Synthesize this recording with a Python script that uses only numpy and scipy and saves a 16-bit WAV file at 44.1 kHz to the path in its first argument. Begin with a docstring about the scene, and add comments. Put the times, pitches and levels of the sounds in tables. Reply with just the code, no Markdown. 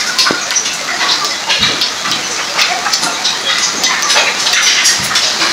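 """Hailstones land in standing water in heavy rain, close to one microphone.
They throw up bursts of spray and clouds of bubbles; the nearest land with a crack, and some trap
air that rings as a plink or a low gulp. One drop knocks on the microphone housing. Further out
are faint plinks and the hiss of countless drops. Loud hits clip and briefly duck the gain."""
import sys
import numpy as np
from scipy import signal
from scipy.fft import rfft, irfft, next_fast_len
from scipy.io import wavfile
from scipy.ndimage import uniform_filter1d

SR = 44100
rng = np.random.default_rng(int(sys.argv[2]) if len(sys.argv) > 2 else 0)


def unload_wav(signal):
    """Save mono or channel-first audio to the path in sys.argv[1] as 16-bit WAV at rate SR, clipped to [-1, 1]."""
    wavfile.write(
        sys.argv[1],
        SR,
        np.round(np.clip(np.atleast_2d(signal).T, -1, 1) * 32767).astype(np.int16),
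    )


N = 243431


# stones plunging in near the microphone, plus the ringing part of the first hard strike (row at 0.17 s): t/s,
# level/dB, centre f/Hz, width/Hz, t60/s
PLUNGING_STONES = [ (-.025, -16, 3900, 8060, 0.27), (.045, -20, 7000, 7000, 0.32),
                   (.17, -10.5, 4600, 1490, 0.39), (.24, -12, 1460, 1390, 0.28),
                   (.3, -23.5, 400, 400, 0.22), (0.535, -11.5, 6020, 650, 0.25),
                   (0.864, -19.5, 1560, 700, 0.41), (.985, -15, 2480, 3600, .5),
                   (1.0, -22.5, 720, 700, 0.44), (1.065, -13, 4300, 1900, 0.34),
                   (1.279, -21, 5430, 1600, .17), (1.46, -18.5, 720, 686, 0.18),
                   (1.474, -12, 3360, 3530, 0.68), (1.58, -23, 143, 110, 0.53),
                   (1.598, -12.5, 2500, 3630, 0.8), (1.665, -24, 400, 298, 0.69),
                   (2.025, -19, 1920, 2200, 0.52), (2.055, -30.5, 260, 260, 1),
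                   (2.285, -22.5, 7100, 3000, .45), (2.368, -21, 910, 1600, 0.17), (2.53, -20, 900, 990, 1),
                   (2.563, -13.5, 3730, 5040, .55), (2.835, -15.5, 1500, 910, 0.13),
                   (2.907, -12, 5150, 2600, 0.3), (3.005, -21, 610, 980, 0.63),
                   (3.005, -16.5, 7260, 7000, 0.27), (3.224, -13, 4540, 2200, 0.45),
                   (3.465, -16, 2660, 3050, 1), (3.607, -13.5, 5570, 2100, 0.37),
                   (3.72, -26.5, 353, 417, 1), (3.883, -17, 1650, 1500, 0.82),
                   (4.074, -11, 4640, 6800, 0.44), (4.135, -13.5, 1010, 1500, 0.55),
                   (4.145, -11.5, 3170, 2390, 0.35), (4.245, -14.5, 2360, 900, 0.29),
                   (4.37, -18, 5660, 7000, 0.69), (4.545, -10, 2300, 2010, 0.41),
                   (4.601, -16, 6400, 9000, 0.33), (4.64, -11, 3150, 3570, 1),
                   (4.75, -15, 2060, 1220, 0.72), (4.83, -9.5, 6340, 2900, 0.53),
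                   (4.828, -22.5, 11400, 4300, 0.39), (4.97, -26.5, 128, 100, 0.57),
                   (5.017, -17.5, 11580, 12300, 0.14), (5.087, -16.5, 1410, 1180, .25),
                   (5.204, -14.5, 4300, 2700, 0.7), (5.384, -13.5, 2070, 5330, 1)]
def plunges():
    """Close by, stones splash into the water; every crater opens in about the same time."""
    return spray(PLUNGING_STONES, swell_s=0.031)


# nearest hard strikes: t/s, crack level/dB, spray level/dB, spray centre f/Hz, spray width/Hz
NEAR_STRIKES = [(0.1866, 11, -9.5, 5740, 8160), (.507, -0.5, -16, 3660, 7060),
                (0.6524, -10, -15.5, 4380, 5000), (.731, -12, -23.5, 8400, 7100),
                (1.1134, -2.5, -15, 4600, 1500), (1.2465, 1, -17, 5650, 2670),
                (1.8138, 5, -10.5, 4130, 2000), (2.1149, 1, -15.5, 3860, 2400),
                (2.616, 6, -10.5, 3080, 2600), (2.9372, 7.5, -20, 5600, 6000),
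                (3.0355, -6, -28, 9200, 3000), (3.5845, 4, -22, 5970, 8000), (3.8366, 4.5, -10, 4670, 4020),
                (4.0242, 0.5, -18, 5950, 700), (4.4618, -5, -12.5, 3950, 2450), (4.53, 7, -9.5, 4130, 5930),
                (5.1529, 3, -10, 3850, 6000)]
def strike_spray(t60_s):
    """Right by the microphone, spray leaps up at once from each hard strike."""
    return spray([(s, db, hz, width, t60_s) for s, _, db, hz, width in NEAR_STRIKES], swell_s=0.0039)


def cracks(gain_db, hz, t60_s, roughness, rebound_s, rebound_db):
    """In those strikes hard ice rings for a few ragged cycles, then touches once more."""
    out, t = np.zeros(N), np.arange(1024) / SR
    envelope = np.minimum(t / 0.00014, 1) * from_db(-60 * t / t60_s)
    for s, crack_db, *_ in NEAR_STRIKES:
        for delay, loss_db in (0, 0), (rebound_s * rng.uniform(0.46, 1.5), rebound_db):
            noise = coloured(rng.standard_normal(len(t)), SPRAY_SPECTRUM, band=(hz, hz))
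            ring = np.sin(2 * np.pi * hz * t) + roughness * noise
            add(out, s + delay, from_db(crack_db + gain_db + loss_db) * envelope * ring)
    return out


# colour of spray at close range: f/Hz, level/dB
SPRAY_SPECTRUM = [(24, -51), (40, 0), (202, 3.5), (417, -2), (704, -3), (797, -0.5), (1220, 1.5),
                  (1820, -0.5), (1960, 0.5), (2990, -3.5), (3930, -2), (6010, -3.5), (8310, -16),
                  (9650, -15), (15500, -28)]
def spray(rows, swell_s):
    """Each burst is a shower of tiny impacts that excites a cloud of bubbles, swells and dies."""
    out = np.zeros(N)
    for s, level_db, centre, width, t60 in rows:
        envelope = swell_and_die(swell_s, t60)
        impacts = droplets(len(envelope), per_s=20000, spread_db=1.5)
        bubbles = bubble_cloud(impacts, uneven_db=5.5, spacing_hz=64.85)
        shower = coloured(bubbles, SPRAY_SPECTRUM, band=(centre, width))
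        add(out, s, from_db(level_db) * envelope * evened(shower, span_s=0.031))
    return out


def bubble_cloud(x, uneven_db, spacing_hz):
    """Every splash holds its own mix of bubble sizes, so some pitches stand out."""
    hz = np.arange(len(x) // 2 + 1) * SR / len(x)
    size_class = np.log1p(hz / 3000) * 3000 / spacing_hz  # the spacing widens towards the treble
    class_db = uneven_db * np.clip(rng.standard_normal(400), -2, 2)
    gain = from_db(np.interp(size_class, np.arange(len(class_db)), class_db))
    return irfft(rfft(x) * gain, len(x))


# air bubbles trapped near the microphone: t/s, level/dB, f/Hz
NEAR_BUBBLES = [(0.039, -15, 1458), (.14, -17, 1045), (0.304, -15.5, 1462), (.998, -15, 1110),
                (1.178, -15, 1178), (1.28, -20, 2007), (1.592, -10.5, 3810), (2.67, -19, 2300),
                (2.662, -11.5, 716), (2.81, -20, 804), (2.825, -14.5, 1307), (3.018, -21, 727),
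                (3.024, -16.5, 1380), (3.44, -10.5, 3336), (3.835, -11.5, 2035), (3.85, -18, 1042),
                (4.007, -14.5, 1182), (4.085, -30, 9400), (4.148, -11, 2500), (4.237, -17, 3960),
                (4.519, -11, 6010), (4.612, -9, 5900), (4.84, -14, 4630), (4.85, -15, 1893),
                (5.203, -22, 609), (5.365, -21.5, 332)]
def near_plinks(gain_db):
    """Close bubbles ring out; larger ones are lower, and swell and ring for longer."""
    rows = []
    for s, db, hz in NEAR_BUBBLES:
        slowness = (2000 / hz) ** 0.22
        width_hz, swell_s, t60_s = 0.054 * hz + 42, 0.043 * slowness, 0.34 * slowness
        rows.append((s, gain_db + db, hz, width_hz, swell_s, t60_s))
    return ringing(rows, wander=0.27, flutter_db=2.5)


def ringing(rows, wander, flutter_db):
    """A bubble is a single tone; it wobbles in the churned water, blurring its pitch and loudness."""
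    out = np.zeros(N)
    for s, level_db, pitch, width, swell, t60 in rows:
        envelope = swell_and_die(swell, t60)
        smooth = signal.butter(2, width / 2, fs=SR, output="sos")
        wobble, flutter = rms_one(signal.sosfilt(smooth, rng.standard_normal((2, len(envelope)))))
        phase = 2 * np.pi * np.cumsum(pitch + wander * width * wobble) / SR
        tone = rms_one(from_db(flutter_db * flutter) * np.sin(phase))
        add(out, s, from_db(level_db) * envelope * tone)
    return out


def housing_knock(at_s, gain_db, hz, t60_s):
    """A drop hits the microphone housing, which gives one dull, heavily damped swing."""
    out, t = np.zeros(N), np.arange(2048) / SR
    add(out, at_s, -from_db(gain_db - 60 * t / t60_s) * np.cos(2 * np.pi * hz * t + np.pi / 6))
    return bandpass(out, [120, 1500], order=1)


# colour of the rain over the open water: f/Hz, level/dB
RAIN_SPECTRUM = [(25, -19), (50, -13.5), (100, -10.5), (190, 0), (400, -2), (700, 1), (1200, 2.5),
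                 (2000, 2.5), (3000, -3), (4200, 2), (6000, -1), (7000, -3.5), (8300, -14.5),
                 (15500, -27.5)]
# slow swells and dips in the level of the background hiss, scaled by `depth`: t/s, level/dB
HISS_LEVEL = [(0.0, -16), (0.63, -20.5), (1.18, -14.5), (1.51, -21), (1.68, -22), (2.08, -16.5),
              (3.49, -17), (4.55, -14), (4.69, -20), (4.95, -15), (5.52, -12.5)]
def downpour(level_db, depth):
    """Drops all over the water merge into a finely grained hiss."""
    s, hiss_db = np.transpose(HISS_LEVEL)
    swing_db = depth * np.interp(np.arange(N) / SR, s, hiss_db - hiss_db.mean())
    hiss = coloured(droplets(N, per_s=14000, spread_db=4.0), RAIN_SPECTRUM)
    return from_db(level_db + swing_db) * hiss


def patter(level_db, per_s):
    """Single drops near the microphone tick out of the hiss."""
    ticks = droplets(N, per_s, spread_db=4.5)
    return from_db(level_db) * rms_one(bandpass(ticks, [2000, 6800], order=4))


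def far_plinks(gain_db, range_db, swell_s, t60_s, count):
    """Further out on the water, stones land at random, each with a pitch of its own."""
    when, faintness, height = rng.random((count, 3)).T
    pitches = 170 * (6800 / 170) ** height
    colour_db = np.interp(np.log(pitches), np.log([170, 500, 1200, 5000, 6800]), [-21, 1.5, 2.5, 4.5, 7.5])
    levels = gain_db - range_db * faintness + colour_db
    rows = [(s, db, hz, 0.048 * hz + 35, swell_s, t60_s)
            for s, db, hz in zip(when * N / SR, levels, pitches)]
    return ringing(rows, wander=0.432, flutter_db=0.5)


def fizz(level_db, range_db, fall_db_per_octave, width_hz, swell_s, t60_s, count):
    """Clusters of tiny bubbles fizz briefly high in the treble, fainter the smaller they are."""
    when, faintness, octaves = rng.random((count, 3)).T
    levels = level_db - range_db * faintness - fall_db_per_octave * octaves
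    pitches = 7000 * 2 ** octaves
    rows = [(s, db, hz, width_hz, swell_s, t60_s) for s, db, hz in zip(when * N / SR, levels, pitches)]
    return ringing(rows, wander=0.4, flutter_db=7.0)


# resonances of wet surfaces around the microphone: f/Hz, width/Hz, lift/dB
WET_SURFACES = [(335, 25, 3), (723, 25, 4), (1180, 35, 3), (1445, 20, 3), (1942, 120, 2), (3800, 50, 3),
                (5945, 60, 3.5), (6176, 40, 3), (6527, 40, 3)]
def surroundings(x):
    """The struck surfaces all around colour the sound with narrow resonances."""
    hz = np.arange(N // 2 + 1) * SR / N
    lift_db = sum(db / (1 + (2 * (hz - centre) / width) ** 2) for centre, width, db in WET_SURFACES)
    return irfft(rfft(x) * from_db(lift_db), N)


def droplets(size, per_s, spread_db):
    """Tiny impacts at random moments, many small and a few large."""
    strengths = from_db(spread_db * np.minimum(rng.exponential(1, size), 4))
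    return (rng.random(size) < per_s / SR) * strengths * rng.choice([-1, 1], size)


def swell_and_die(swell, t60):
    """An envelope that grows for a moment and then dies away."""
    t = np.arange(next_fast_len(int((swell + t60) * SR) + 2)) / SR
    return np.minimum(t / swell, 1) ** 2 * from_db(-60 * np.maximum(t - swell, 0) / t60)


def coloured(x, spectrum, band=None):
    """Give a steady signal a spectrum and, if asked, a broad resonance (centre, width); rms 1."""
    hz = np.maximum(np.arange(len(x) // 2 + 1) * SR / len(x), 1)
    points_hz, points_db = np.transpose(spectrum)
    gain = from_db(np.interp(np.log(hz), np.log(points_hz), points_db))
    if band:
        centre, width = band
        gain = gain / np.sqrt(1 + ((hz ** 2 - centre ** 2) / (hz * width)) ** 4)
    return rms_one(irfft(rfft(x) * gain, len(x)))


def evened(x, span_s):
    """Hold the power steady over a span, keeping the finer flutter."""
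    power = np.abs(uniform_filter1d(x ** 2, int(span_s * SR), mode="wrap"))
    return x / np.sqrt(power + 1e-6)


def bandpass(x, edges_hz, order):
    """Keep the band between two edges."""
    return signal.sosfilt(signal.butter(order, edges_hz, "band", fs=SR, output="sos"), x + 1e-18)


def from_db(db):
    """Decibels to gain."""
    return 10 ** (np.asarray(db) / 20)


def rms_one(x):
    """Scale to unit power."""
    return x / np.sqrt(np.mean(x ** 2) + 1e-20)


def add(out, s, sound):
    """Mix a sound in from time s on."""
    at = round(s * SR)
    first, last = max(at, 0), min(at + len(sound), N)
    if last > first:
        out[first:last] += sound[first - at:last - at]


def gain_control(x, threshold_db, share, release_db_per_s, attack_s):
    """A loud hit turns the gain down, too late for its first peak; the rain then swells back."""
    level_db = 10 * np.log10(np.abs(uniform_filter1d(x[0] ** 2, size=44, origin=21)) + 1e-12)
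    excess_db = np.maximum(level_db - threshold_db, 0)
    release_db = release_db_per_s * np.arange(N) / SR
    held_db = np.maximum.accumulate(excess_db + release_db) - release_db
    pole = np.exp(-1 / (attack_s * SR))
    return x * from_db(-share * signal.lfilter([1 - pole], [1, -pole], held_db))


def scene():
    """One microphone close to the water: hail in front, rain behind, both channels alike."""
    hail = from_db(3.0) * (strike_spray(t60_s=0.33) + plunges())
    far = far_plinks(gain_db=-28, range_db=5.5, swell_s=0.0343, t60_s=0.27, count=340)
    rain = downpour(level_db=-20.5, depth=0.58) + patter(level_db=-32, per_s=190)
    tiny_bubbles = fizz(level_db=-33, range_db=10, fall_db_per_octave=13, width_hz=600,
                        swell_s=0.006, t60_s=0.14, count=110)
    ice = cracks(gain_db=2.0, hz=4670, t60_s=0.0039, roughness=0.93, rebound_s=0.007, rebound_db=-11.5)
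    plinks = near_plinks(gain_db=-1.8)
    knock = housing_knock(at_s=0.3086, gain_db=9.6, hz=290, t60_s=0.0084)
    mono = surroundings(hail + rain + far + tiny_bubbles) + ice + plinks + knock
    return np.array([mono, mono])


def record(dry):
    """Loud hits duck the gain and their first peaks flatten; a low-pass cuts above 15.7 kHz."""
    ducked = gain_control(dry, threshold_db=-3.5, share=0.38, release_db_per_s=65, attack_s=0.0056)
    clipped = ducked / (1 + ducked ** 8) ** (1 / 8)
    lowpass = signal.ellip(14, 0.1, 90, 15700, fs=SR, output="sos")
    return signal.sosfilt(lowpass, clipped)


dry = scene()
out = record(dry)
unload_wav(out)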